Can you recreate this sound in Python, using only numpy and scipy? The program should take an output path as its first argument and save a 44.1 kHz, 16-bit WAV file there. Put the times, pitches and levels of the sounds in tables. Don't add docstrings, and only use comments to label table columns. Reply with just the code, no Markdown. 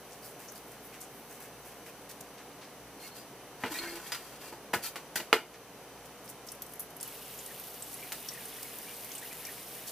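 import sys
import numpy as np
from scipy import signal
from scipy.fft import rfft, irfft, next_fast_len
from scipy.io import wavfile

SR = 44100
rng = np.random.default_rng(int(sys.argv[2]) if len(sys.argv) > 2 else 0)


def master_out(mix):
    frames = np.transpose(np.atleast_2d(mix))
    ceiling = np.clip(frames, -1, 1)
    pcm = np.round(ceiling * 32767).astype(np.int16)
    wavfile.write(sys.argv[1], SR, pcm)


N = 437031
TIME = np.arange(N) / SR

# t/s, strength/dB, thud f/Hz, contact hardness as a low-pass f/Hz, crack/dB re dense part,
# relative level of the wet blade's chink/dB, f/Hz of the resonance favoured by the spot, its gain/dB
BOARD_BLOWS = [(3.637, 5, 225, 1840, -7, -38, 258, 10.5), (3.6405, -15, 302, 3180, -15, -38, 3200, 13),
               (3.6585, -4, 258, 2790, -18, -35, 463, 16), (3.671, -7, 258, 1800, -19, -32, 460, 16),
               (3.788, -12, 1300, 5000, 0, -23, 4210, 19), (3.956, -18, 1300, 5000, -6, -25, 1500, 8),
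               (4.067, -29, 1500, 6000, -8, -24, 3250, 8), (4.12, -3.5, 1190, 6550, -6, -17.5, 4920, 13.5),
               (4.146, -7.5, 1170, 5000, -15, -21, 1395, 15), (4.5252, -7, 200, 1010, -4, -32, 877, 9),
               (4.733, -2, 400, 2500, -14, -21, 960, 18), (4.737, 9.5, 216, 1680, -3, -12.5, 1700, 7),
               (4.755, 3, 230, 350, -13, -38, 140, 3), (4.9579, -6, 300, 3800, -11, -23, 1120, 13),
               (5.157, -4.5, 200, 4700, -11, -8.5, 1940, 17), (5.159, -4, 250, 2500, -6, -25, 1540, 14),
               (5.2010, -5.5, 259, 3600, -2.5, -28, 650, 12), (5.3285, 9, 443, 3200, -8, -12, 437, 16),
               (5.3293, 11.5, 386, 2260, 6, -19, 1476, 9.5), (5.331, 11.5, 370, 2400, -4, -18, 357, 11),
               (8.121, -12.5, 1310, 7000, 2.5, -21, 1820, 14), (8.128, -24, 1500, 6000, -1, -29, 2920, 6)]
# f/Hz, width/Hz, relative level/dB
BOARD_MODES = [(353, 24, 3), (436, 16, -6.5), (480, 30, -6), (680, 60, -10), (820, 60, -7), (880, 35, -1.5),
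               (958, 40, -1), (1311, 55, -6), (1415, 30, -6), (1476, 40, 4), (1600, 50, -11),
               (1825, 70, -1), (1975, 70, -1), (2138, 40, -0.5), (2350, 60, -5), (2487, 30, -6),
               (2885, 90, 0), (3150, 150, -13), (3790, 50, -8)]
# f/Hz, width/Hz, relative level/dB
BLADE_MODES = [(866, 40, 7), (1030, 120, 8.5), (1355, 86, 7.5), (1496, 59, 11), (1770, 220, 10),
               (2200, 60, 8), (2410, 50, 9), (2670, 110, 6.5), (3170, 190, 2), (3760, 61, -1),
               (4190, 60, 4.5), (4580, 150, 4.5), (4920, 93, -1), (5700, 200, 0.5), (6800, 330, -4.5),
               (8040, 540, -2.5), (9320, 440, -4), (10450, 180, -4), (11200, 400, -1.5), (12500, 400, -1.5),
               (13500, 440, -7), (14100, 420, -8)]
# start t/s, length/s, relative level of the dry rasp/dB,
# relative level of the wet hiss/dB, change of pressure along the stroke/dB
BLADE_STROKES = [(2.989, 0.089, -70, -51, 4), (3.14, 0.071, -61, -45, -8), (3.592, 0.12, -49, -51.5, -0.5),
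                 (3.7, 0.083, -46.5, -41.5, 3.5), (3.805, 0.23, -42.5, -43.5, -8.5),
                 (4.032, 0.098, -47.5, -49, -3), (4.14, 0.23, -56, -52.5, -1.5),
                 (4.394, 0.1, -50.5, -49, 0), (4.818, 0.058, -49, -34.5, -1)]
# t/s, length/s, f/Hz, level/dB
EDGE_SQUEAKS = [(2.98, 0.11, 4230, -64), (3.01, .08, 4340, -64), (2.995, 0.095, 2164, -63),
                (3.04, 0.038, 2170, -60), (3.027, 0.055, 2720, -61), (3.09, 0.072, 4300, -66),
                (3.14, 0.035, 1090, -60), (3.15, 0.095, 4860, -65), (3.726, 0.077, 1910, -49),
                (3.73, 0.063, 2370, -50), (3.72, 0.07, 3860, -54), (3.779, .028, 4270, -43.5),
                (3.812, 0.15, 4240, -61), (3.842, 0.08, 2110, -52), (3.86, 0.06, 1830, -55),
                (3.794, 0.044, 2250, -51.5), (3.828, 0.079, 1550, -51), (4.055, 0.023, 3280, -57),
                (4.824, 0.064, 4550, -51), (4.831, .055, 1330, -53), (4.848, 0.043, 2430, -53)]
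# start t/s, length/s, f/Hz, relative level/dB, change of pressure/dB
EDGE_JUDDERS = [(3.685, 0.053, 307, -37.5, -4), (3.79, 0.18, 340, -39, -3)]
# t/s, length/s, crackle level/dB, lowest f/Hz, highest f/Hz, squish level/dB
FLESH_SQUELCHES = [(0.106, 0.057, -55.5, 4800, 9000, -64), (0.22, 0.13, -51.5, 7100, 18000, -71),
                   (0.226, .065, -56.5, 4400, 5400, -69), (0.391, 0.11, -53.5, 5000, 18000, -58.5),
                   (0.479, .035, -50, 5460, 6770, -66), (0.513, .036, -60, 7000, 15000, -71),
                   (0.549, 0.06, -50.5, 7000, 18000, -66), (.556, .04, -57.5, 4300, 5200, -70),
                   (0.71, 0.07, -59, 4500, 15000, -61), (0.825, 0.12, -57, 10000, 15000, -70),
                   (0.927, 0.069, -57, 3000, 12000, -54.5), (1.007, 0.052, -47, 5330, 13100, -62),
                   (1.12, 0.16, -60, 10000, 15000, -72), (1.298, .1, -53.5, 6000, 18000, -64),
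                   (1.402, 0.1, -53, 5000, 18000, -58), (1.644, 0.14, -58, 6000, 15000, -59.5),
                   (1.859, 0.055, -54, 3000, 15000, -53.5), (2.09, 0.049, -48.5, 3000, 16000, -58),
                   (2.206, 0.013, -45, 5300, 14000, -66), (2.374, .07, -59, 3000, 7000, -56),
                   (2.609, .08, -58, 3000, 6200, -58.5), (5.534, 0.054, -59, 3000, 7000, -54),
                   (9.867, 0.051, -42.5, 3500, 15000, -63)]
# t/s, relative level/dB, f/Hz
FIBRE_SNAPS = [(0.394, -38, 12000), (0.521, -33, 13000), (0.72, -39, 13000), (0.955, -44, 13500),
               (1.005, -34, 13000), (1.403, -35, 13000), (2.341, -42, 13000)]
# t/s, length/s, relative level/dB, lowest f/Hz
TAP_SPITS = [(6.05, .03, -51.5, 4000), (6.242, 0.043, -53, 7000), (6.287, 0.035, -43, 6960),
             (6.464, .064, -49, 5000), (6.62, 0.0092, -40, 3500), (6.675, 0.11, -55, 9000),
             (6.8, 0.05, -46, 9800), (7.032, 0.046, -48, 5000)]
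# f/Hz, relative level/dB
SPRAY_SPECTRUM = [(3000, 2.5), (4500, 2.5), (6000, -1), (7200, -2), (8800, 1), (9700, 5), (10700, 3),
                  (12700, 5.5), (14000, 4), (15500, 1)]
# t/s, relative level/dB, starting f/Hz
LARGE_BUBBLES = [(7.06, -49.5, 2900), (7.215, -52, 3000), (7.483, -48, 1850), (7.507, -47, 1810),
                 (7.985, -49, 2050), (8.025, -41, 2300), (8.067, -47, 2430), (8.21, -54, 2100),
                 (8.32, -48, 1960), (8.346, -47, 1890), (8.353, -49, 2480), (8.374, -44, 1810),
                 (8.583, -48, 1900), (8.649, -45, 2180), (8.72, -52, 2950), (8.875, -48, 2350),
                 (8.905, -48, 2300), (9.055, -50, 2100), (9.106, -51, 2200), (9.15, -46, 3000),
                 (9.226, -41.5, 1830), (9.312, -45, 2330), (9.32, -48, 1960), (9.425, -50, 1750),
                 (9.465, -42.5, 2330), (9.485, -43, 1850), (9.577, -49, 2220)]
# t/s, relative level/dB, starting f/Hz, share of broad splash/dB
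LOUD_DROPS = [(6.277, -30, 4960, -12), (6.4862, -26, 5300, -13), (6.5183, -22.5, 10100, -9),
              (6.549, -34, 11500, -10), (6.62, -19, 12400, -24), (6.664, -32, 9100, -7),
              (6.721, -35, 10200, -14), (6.7357, -28, 11700, -9), (6.756, -31, 12500, -14),
              (6.795, -16.5, 12100, -20), (6.803, -19, 11000, -15), (6.905, -35, 12000, -6),
              (6.9656, -27, 11600, -15), (7.001, -32, 5380, -6), (7.009, -19.5, 8920, -13),
              (7.0284, -20, 10300, -3.5), (7.0763, -21, 12400, -17), (7.3388, -30, 12600, -11),
              (7.389, -23.5, 6900, -13), (7.461, -23.5, 9200, -11), (7.5973, -23, 12200, -15),
              (7.638, -28, 11500, -10), (7.670, -26, 12500, -10), (7.8234, -21, 8060, -15),
              (7.929, -24, 12500, -7), (7.941, -24, 10500, -9), (8.124, -23.5, 13100, 0.5),
              (8.2263, -30, 12900, -9), (8.2602, -30, 13700, -9), (8.2862, -16.5, 5540, -14.5),
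              (8.3355, -28, 9100, -14), (8.454, -21.5, 9700, -20), (8.483, -30, 12800, -12),
              (8.629, -25.5, 13000, 0), (8.786, -26, 12800, -8), (8.966, -28, 12500, -8),
              (9.008, -33, 9360, -3), (9.045, -26, 11100, -6), (9.117, -26.5, 6250, -7),
              (9.1506, -21, 8500, -19), (9.18, -22.5, 7930, -15), (9.3275, -29, 7200, -6),
              (9.451, -24.5, 5480, -6), (9.468, -28, 12500, -3), (9.7503, -29, 12600, -10)]
# f/Hz, relative density level/dB
FAN_SPECTRUM = [(15, -59), (25, -22), (48, -19), (87, -22.5), (127, -3.5), (373, -4.5), (476, -3),
                (575, -3.5), (714, -3.5), (1740, -12.5), (2800, -15.5), (3100, -18), (3300, -19),
                (5600, -21.5), (6050, -17.5), (6400, -23.5), (7110, -24), (10300, -22.5), (10900, -18),
                (11700, -24), (13200, -21.5), (16000, -28.5)]
# f/Hz, level/dB, width of the wander/Hz, wavering of the level/dB
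STEADY_TONES = [(59.2, -71.5, 1.2, 2), (118, -71.5, 2.5, 1.5), (284, -67, 15, -0.5),
                (405, -64.5, 27.1, -0.5), (474, -62.5, 38.7, 0.5), (719, -68, 26.5, 1), (2967, -76, 10, 2),
                (3086, -73.5, 10, 2), (6052, -72, 9, 1.2)]

BITE_S, LIFT_T60_S = 0.024, 0.1
SQUISH_LOW_HZ, SQUISH_HIGH_HZ = 1530, 2670
CUTTING_END_S, CUTTING_FADE_S, CUTTING_DB = 2.3, 0.46, -61
SPIT_TOP_HZ = 15500
TAP_OPEN_S, STREAM_RISE_S = 7.0, 0.12
TURN_S, TURN_LASTS_S = 8.2, 0.85
BACK_BUBBLE_HZ, BELLY_BUBBLE_HZ = 2850, 2130
BACK_BUBBLE_DB, BELLY_BUBBLE_DB = -60.5, -55
BACK_SPRAY_DB, BELLY_SPRAY_DB = -48.5, -47
SURGE_DB, SURGE_HZ = 2.5, 10.6
JET_RING_HZ, JET_RING_WIDTH_HZ, JET_RING_DB = 2900, 330, -63.5
DROPLETS_PER_S, DROPLET_DB, DROPLET_SPREAD_DB, DROPLET_SPLASH_DB = 14, -44, 8, -1
DROPLET_LOW_HZ, DROPLET_HIGH_HZ = 6250, 14600
FAN_DB = -51
WAVER_HZ = 3
KITCHEN_T60_S = 0.22
CUTOFF_HZ = 15400


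def knocks(modes_db=3.0, plain_db=-1.5, dead_hz=1080, dead_width_hz=190, thud_db=-3, thud_share=0.11,
           dense_t60=0.099, chink_t60=0.14, chink_db=5, favoured_width_hz=22, favoured_share=0.011,
           thump_db=-9, thump_hz=125, thump_width_hz=24):
    blows, chinks, thumps = np.zeros((3, N))
    for s, db, thud_hz, hard_hz, crack_db, wet_db, favoured_hz, favoured_db in BOARD_BLOWS:
        blow = burst(dense_t60)
        blow[0] += from_db(crack_db)
        blow = cut(blow, hard_hz, "low")

        favoured_width = favoured_width_hz + favoured_share * favoured_hz
        add(thumps, s, from_db(db + favoured_db) * resonate(blow, favoured_hz, favoured_width))
        add(thumps, s, from_db(db + thump_db) * resonate(blow, thump_hz, thump_width_hz))

        blow = cut(blow, 0.58 * thud_hz, "high", order=3)
        thud = resonate(blow, thud_hz, thud_share * thud_hz)
        add(blows, s, from_db(db) * (blow + from_db(thud_db) * thud))
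        add(chinks, s, from_db(wet_db + chink_db) * burst(chink_t60))
    ringing = sum(from_db(db) * resonate(blows, hz, width) for hz, width, db in BOARD_MODES)
    shudder = blows - resonate(blows, dead_hz, dead_width_hz)
    board = from_db(plain_db) * shudder + from_db(modes_db) * ringing
    return board + cut(thumps, 100, "high", order=3) + wet_blade(chinks)


def scrape(catch_db=1.0, dull_hz=3800, rasp_level_db=-2.0, film_level_db=-2.5):
    catching = from_db(catch_db * rms_one(cut(rng.standard_normal(N), 54, "low")))
    slips = cut(catching * grains(2200, 4.3), dull_hz, "low", order=1)
    rasp = from_db(rasp_level_db) * rms_one(blade(slips))
    film = from_db(film_level_db) * rms_one(wet_blade(catching * grains(5000, 2.6)))
    out = 0
    for s, length, rasp_db, wet_db, change_db in BLADE_STROKES:
        stroke = from_db(rasp_db) * rasp + from_db(wet_db) * film
        out = out + pressure(s, length, change_db) * stroke
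    return out


def squeaks(width_hz=100):
    out = np.zeros(N)
    for s, length, hz, db in EDGE_SQUEAKS:
        swell = np.hanning(int(length * SR))
        sung = resonate(rng.standard_normal(SR // 4), hz, width_hz)
        sung = resonate(sung, hz, width_hz)[-len(swell):]
        add(out, s, from_db(db) * rms_one(swell * sung))
    return out


def judder(width_hz=30, level_db=-6.5):
    strong, late = rms_one(cut(rng.standard_normal((2, N)), width_hz, "low", order=1))
    out = 0
    for s, length, hz, db, change_db in EDGE_JUDDERS:
        phase = 2 * np.pi * hz * TIME
        groan = rms_one((1 + 0.69 * strong) * np.sin(phase) + 0.89 * late * np.cos(phase))
        out = out + from_db(db + level_db) * pressure(s, length, change_db) * groan
    return out


def pressure(start, length, change_db):
    t = TIME - start
    hold = np.clip(t / BITE_S, 0, 1)
    lean = from_db(change_db * np.clip(t / length, 0, 1))
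    lift = dying(np.clip(t - length, 0, 1), LIFT_T60_S)
    return hold * lean * lift


def blade(x, shift_db=2.0, shift_hz=9):
    shifts = rms_one(cut(rng.standard_normal((len(BLADE_MODES), N // 20 + 1)), 20 * shift_hz, "low"))
    gains = from_db(shift_db * shifts)
    return sum(from_db(db) * np.repeat(gain, 20)[:N] * resonate(x, hz, width)
               for (hz, width, db), gain in zip(BLADE_MODES, gains))


def wet_blade(x, plain_db=-2, lowest_hz=2800):
    return cut(blade(x) + from_db(plain_db) * x, lowest_hz, "high")


def squelches():
    out = np.zeros(N)
    for s, length, db, low_hz, high_hz, squish_db in FLESH_SQUELCHES:
        add(out, s, from_db(db) * crackle(length, low_hz, high_hz))
        add(out, s, from_db(squish_db) * crackle(length, SQUISH_LOW_HZ, SQUISH_HIGH_HZ))
    return out


def snaps(snap_t60=0.032, width_share=0.26):
    out, t = np.zeros(N), TIME[:SR // 10]
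    for s, db, hz in FIBRE_SNAPS:
        tick = rms_one(resonate(rng.standard_normal(len(t)), hz, width_share * hz))
        add(out, s, from_db(db) * 0.29 * tick * dying(t, snap_t60))
    return out


def cutting(lowest_hz=9500, uneven_db=3, uneven_hz=7):
    working = np.clip((CUTTING_END_S - TIME) / CUTTING_FADE_S, 0, 1)
    uneven = from_db(uneven_db * rms_one(cut(rng.standard_normal(N), uneven_hz, "low")))
    clicks = cut(grains(2000, 3.2), lowest_hz, "high")
    return from_db(CUTTING_DB) * working * rms_one(uneven * clicks)


def crackle(length, low_hz, high_hz):
    u = np.linspace(0, 1, int(length * SR))
    clicks = cut(grains(1500, 3.2, size=len(u)), [low_hz, high_hz], "band")
    return np.sin(np.pi * u ** 0.45) * rms_one(clicks)


def spits(level_db=-2.5):
    out = np.zeros(N)
    for s, length, db, low_hz in TAP_SPITS:
        add(out, s, from_db(db + level_db) * crackle(length, low_hz, SPIT_TOP_HZ))
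    return out


def stream(fizz_db=-1.5, pinging_db=-7.0, bubbling_db=-3, spurt_db=0.9):
    turned = np.clip((TIME - TURN_S) / TURN_LASTS_S + .5, 0, 1)
    puddle_db = BACK_BUBBLE_DB + turned * (BELLY_BUBBLE_DB - BACK_BUBBLE_DB)
    spray_db = BACK_SPRAY_DB + turned * (BELLY_SPRAY_DB - BACK_SPRAY_DB)
    flow = np.clip((TIME - TAP_OPEN_S) / STREAM_RISE_S, 0, 1) ** .5

    spurts = from_db(spurt_db * rms_one(cut(rng.standard_normal(N), 41, "low")))
    fizz = spurts * coloured(cut(grains(9000, 3.4), 2600, "high"), SPRAY_SPECTRUM)
    fizz = from_db(spray_db + fizz_db) * fizz
    pinging = from_db(spray_db + pinging_db) * spray_bubbles()

    surges = from_db(SURGE_DB * rms_one(cut(rng.standard_normal(N), SURGE_HZ, "low")))
    bubbling = from_db(puddle_db + bubbling_db) * rms_one(surges * puddle_bubbles(turned))
    hollow = resonate(surges * grains(200, 3.4), JET_RING_HZ, JET_RING_WIDTH_HZ)
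    hollow = from_db(JET_RING_DB) * rms_one(hollow)
    return flow * (hollow + pinging + fizz + bubbling)


def puddle_bubbles(turned, cycles=30, spread_octaves=0.71):
    centre_hz = BACK_BUBBLE_HZ + turned * (BELLY_BUBBLE_HZ - BACK_BUBBLE_HZ)
    bubbles = 0
    for hz in np.geomspace(1500, 3900, num=30):
        weight = np.exp(-.5 * (np.log2(hz / centre_hz) / spread_octaves) ** 2)
        bubbles = bubbles + resonate(weight * grains(22, 2.6), hz, hz / cycles)
    return bubbles


def spray_bubbles(cycles=55, per_s=25, spread_db=2.5):
    notes = sum(resonate(grains(per_s, spread_db), hz, hz / cycles) for hz in np.geomspace(5000, 15000, num=24))
    return coloured(notes, SPRAY_SPECTRUM)


def gurgles(level_db=7, ring_t60=0.036, swell_t60=0.017, rise_per_s=2.1,
            froth_db=-10.5, froth_s=0.041, froth_ratio=1.19):
    out, t = np.zeros(N), TIME[:SR // 8]
    for s, db, hz in LARGE_BUBBLES:
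        rising_hz = hz * (1 + rise_per_s * t)
        note = np.sin(2 * np.pi * np.cumsum(rising_hz) / SR)
        note = note * (1 - dying(t, swell_t60)) * dying(t, ring_t60)
        add(out, s, from_db(db + level_db) * note)
        add(out, s, from_db(db + froth_db) * crackle(froth_s, hz / froth_ratio, hz * froth_ratio))
    return out


def drops(level_db=4, ring_cycles=130, splash_t60=.025, swell_t60=.002):
    out, t = np.zeros(N), TIME[:SR // 10]
    for s, db, hz, splash_db in LOUD_DROPS + droplets():
        rising_hz = hz * (1 + 0.066 * (1 - dying(t, 0.044)))
        note = np.sin(2 * np.pi * np.cumsum(rising_hz) / SR) * dying(t, ring_cycles / hz)
        splash = cut(rng.standard_normal(len(t)) * dying(t, splash_t60), hz * 0.53, "high")
        froth = rms_one(resonate(rng.standard_normal(len(t)), hz, 0.14 * hz)) * dying(t, 0.044)
        drop = 0.13 * note + 0.084 * froth + 0.4 * from_db(splash_db) * splash
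        add(out, s, from_db(db + level_db) * (1 - dying(t, swell_t60)) * drop)
    return out


def droplets(count=80):
    gap, size, pitch = rng.random((count, 3)).T
    times = TAP_OPEN_S + np.cumsum(-np.log(1 - gap)) / DROPLETS_PER_S
    levels = DROPLET_DB + DROPLET_SPREAD_DB * (2 * size - 1)
    pitches = DROPLET_LOW_HZ * (DROPLET_HIGH_HZ / DROPLET_LOW_HZ) ** pitch
    return [(s, db, hz, DROPLET_SPLASH_DB) for s, db, hz in zip(times, levels, pitches) if s < TIME[-1]]


def background():
    mid, side = coloured(rng.standard_normal((2, N)), FAN_SPECTRUM)
    side = between_ears(side, treble_db=0.0, bass_db=-17)
    tones = 0
    for hz, db, width, waver_db in STEADY_TONES:
        slow = rms_one(cut(rng.standard_normal(N), 10 * WAVER_HZ, "low"))[np.arange(N) // 10]
        wander = rms_one(cut(rng.standard_normal(N), width, "low", order=1))
        phase = 2 * np.pi * np.cumsum(hz + width / 2 * wander) / SR
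        tones = tones + from_db(db + waver_db * slow) * np.sqrt(2) * np.sin(phase)
    return from_db(FAN_DB) * (mid + side * [[1], [-1]]) + tones


def kitchen(x, width_db, room_db=-10):
    echo = from_db(room_db) * np.pad(burst(KITCHEN_T60_S), (int(.006 * SR), 0))
    mid = x + signal.oaconvolve(x, echo)[:N]
    early = signal.oaconvolve(mid, burst(0.042))[:N]
    side = between_ears(early, width_db, bass_db=-26.0, wide_hz=3600)
    return mid + side * [[1], [-1]]


def between_ears(x, treble_db, bass_db=-20, wide_hz=3000):
    treble = from_db(treble_db) * cut(x, wide_hz, "high", order=5)
    return treble + from_db(bass_db) * cut(x, 155, "high")


def burst(t60):
    fade = dying(TIME[:SR // 2], 2 * t60)
    phases = np.angle(rfft(rng.standard_normal(len(fade)) * fade))
    x = irfft(np.exp(1j * phases), len(fade)) * fade
    return x / np.sqrt(np.sum(x ** 2))


def grains(per_s, spread_db, size=N):
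    sizes = from_db(spread_db * np.minimum(rng.exponential(1, size), 4))
    return (rng.random(size) < per_s / SR) * sizes * rng.choice([-1, 1], size)


def resonate(x, hz, width):
    r = np.exp(-np.pi * width / SR)
    feedforward = np.array([1, 0, -1]) * (1 - r * r) / 2
    feedback = [1, -2 * r * np.cos(2 * np.pi * hz / SR), r * r]
    return signal.lfilter(feedforward, feedback, x + 1e-18)


def dying(t, t60):
    return np.exp(-np.log(1000) * t / t60)


def coloured(x, spectrum):
    size = next_fast_len(N)
    gains = from_db(at_hz(spectrum, np.fft.rfftfreq(size, 1 / SR)))
    return rms_one(irfft(rfft(x, size) * gains, size)[..., :N])


def at_hz(points, hz):
    f, db = np.transpose(points)
    return np.interp(np.log(np.maximum(hz, 1)), np.log(f), db)


def cut(x, hz, kind, order=2):
    edges = np.sort(np.clip(hz, 10, .47 * SR), axis=None).squeeze()
    return signal.sosfilt(signal.butter(order, edges, kind, fs=SR, output="sos"), x + 1e-18)


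def from_db(db):
    return 10 ** (np.asarray(db) / 20)


def rms_one(x):
    return x / np.sqrt(np.mean(x ** 2) + 1e-20)


def add(track, s, sound):
    at = int(round(s * SR))
    track[at:at + len(sound)] += sound[:max(N - at, 0)]


def scene():
    knife = kitchen(knocks() + scrape() + squeaks() + judder(), width_db=-1.5)
    wet = kitchen(squelches() + snaps() + cutting() + spits() + gurgles() + drops(), width_db=-4.0)
    return knife + wet + kitchen(stream(), width_db=-6) + background()


def record(dry, threshold_db=-4, release_db_per_s=6, most_db=3):
    peak_db = 20 * np.log10(np.abs(dry).max(axis=0) + 1e-9)
    over_db = np.clip(peak_db - threshold_db, 0, most_db)
    released_db = release_db_per_s * TIME
    held_db = np.maximum.accumulate(over_db + released_db) - released_db
    levelled = np.clip(dry * from_db(-cut(held_db, 43, "low", order=1)), -1, 1)
    return signal.sosfilt(signal.ellip(10, .2, 80, CUTOFF_HZ, fs=SR, output="sos"), levelled)


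dry = scene()
out = record(dry)
master_out(out)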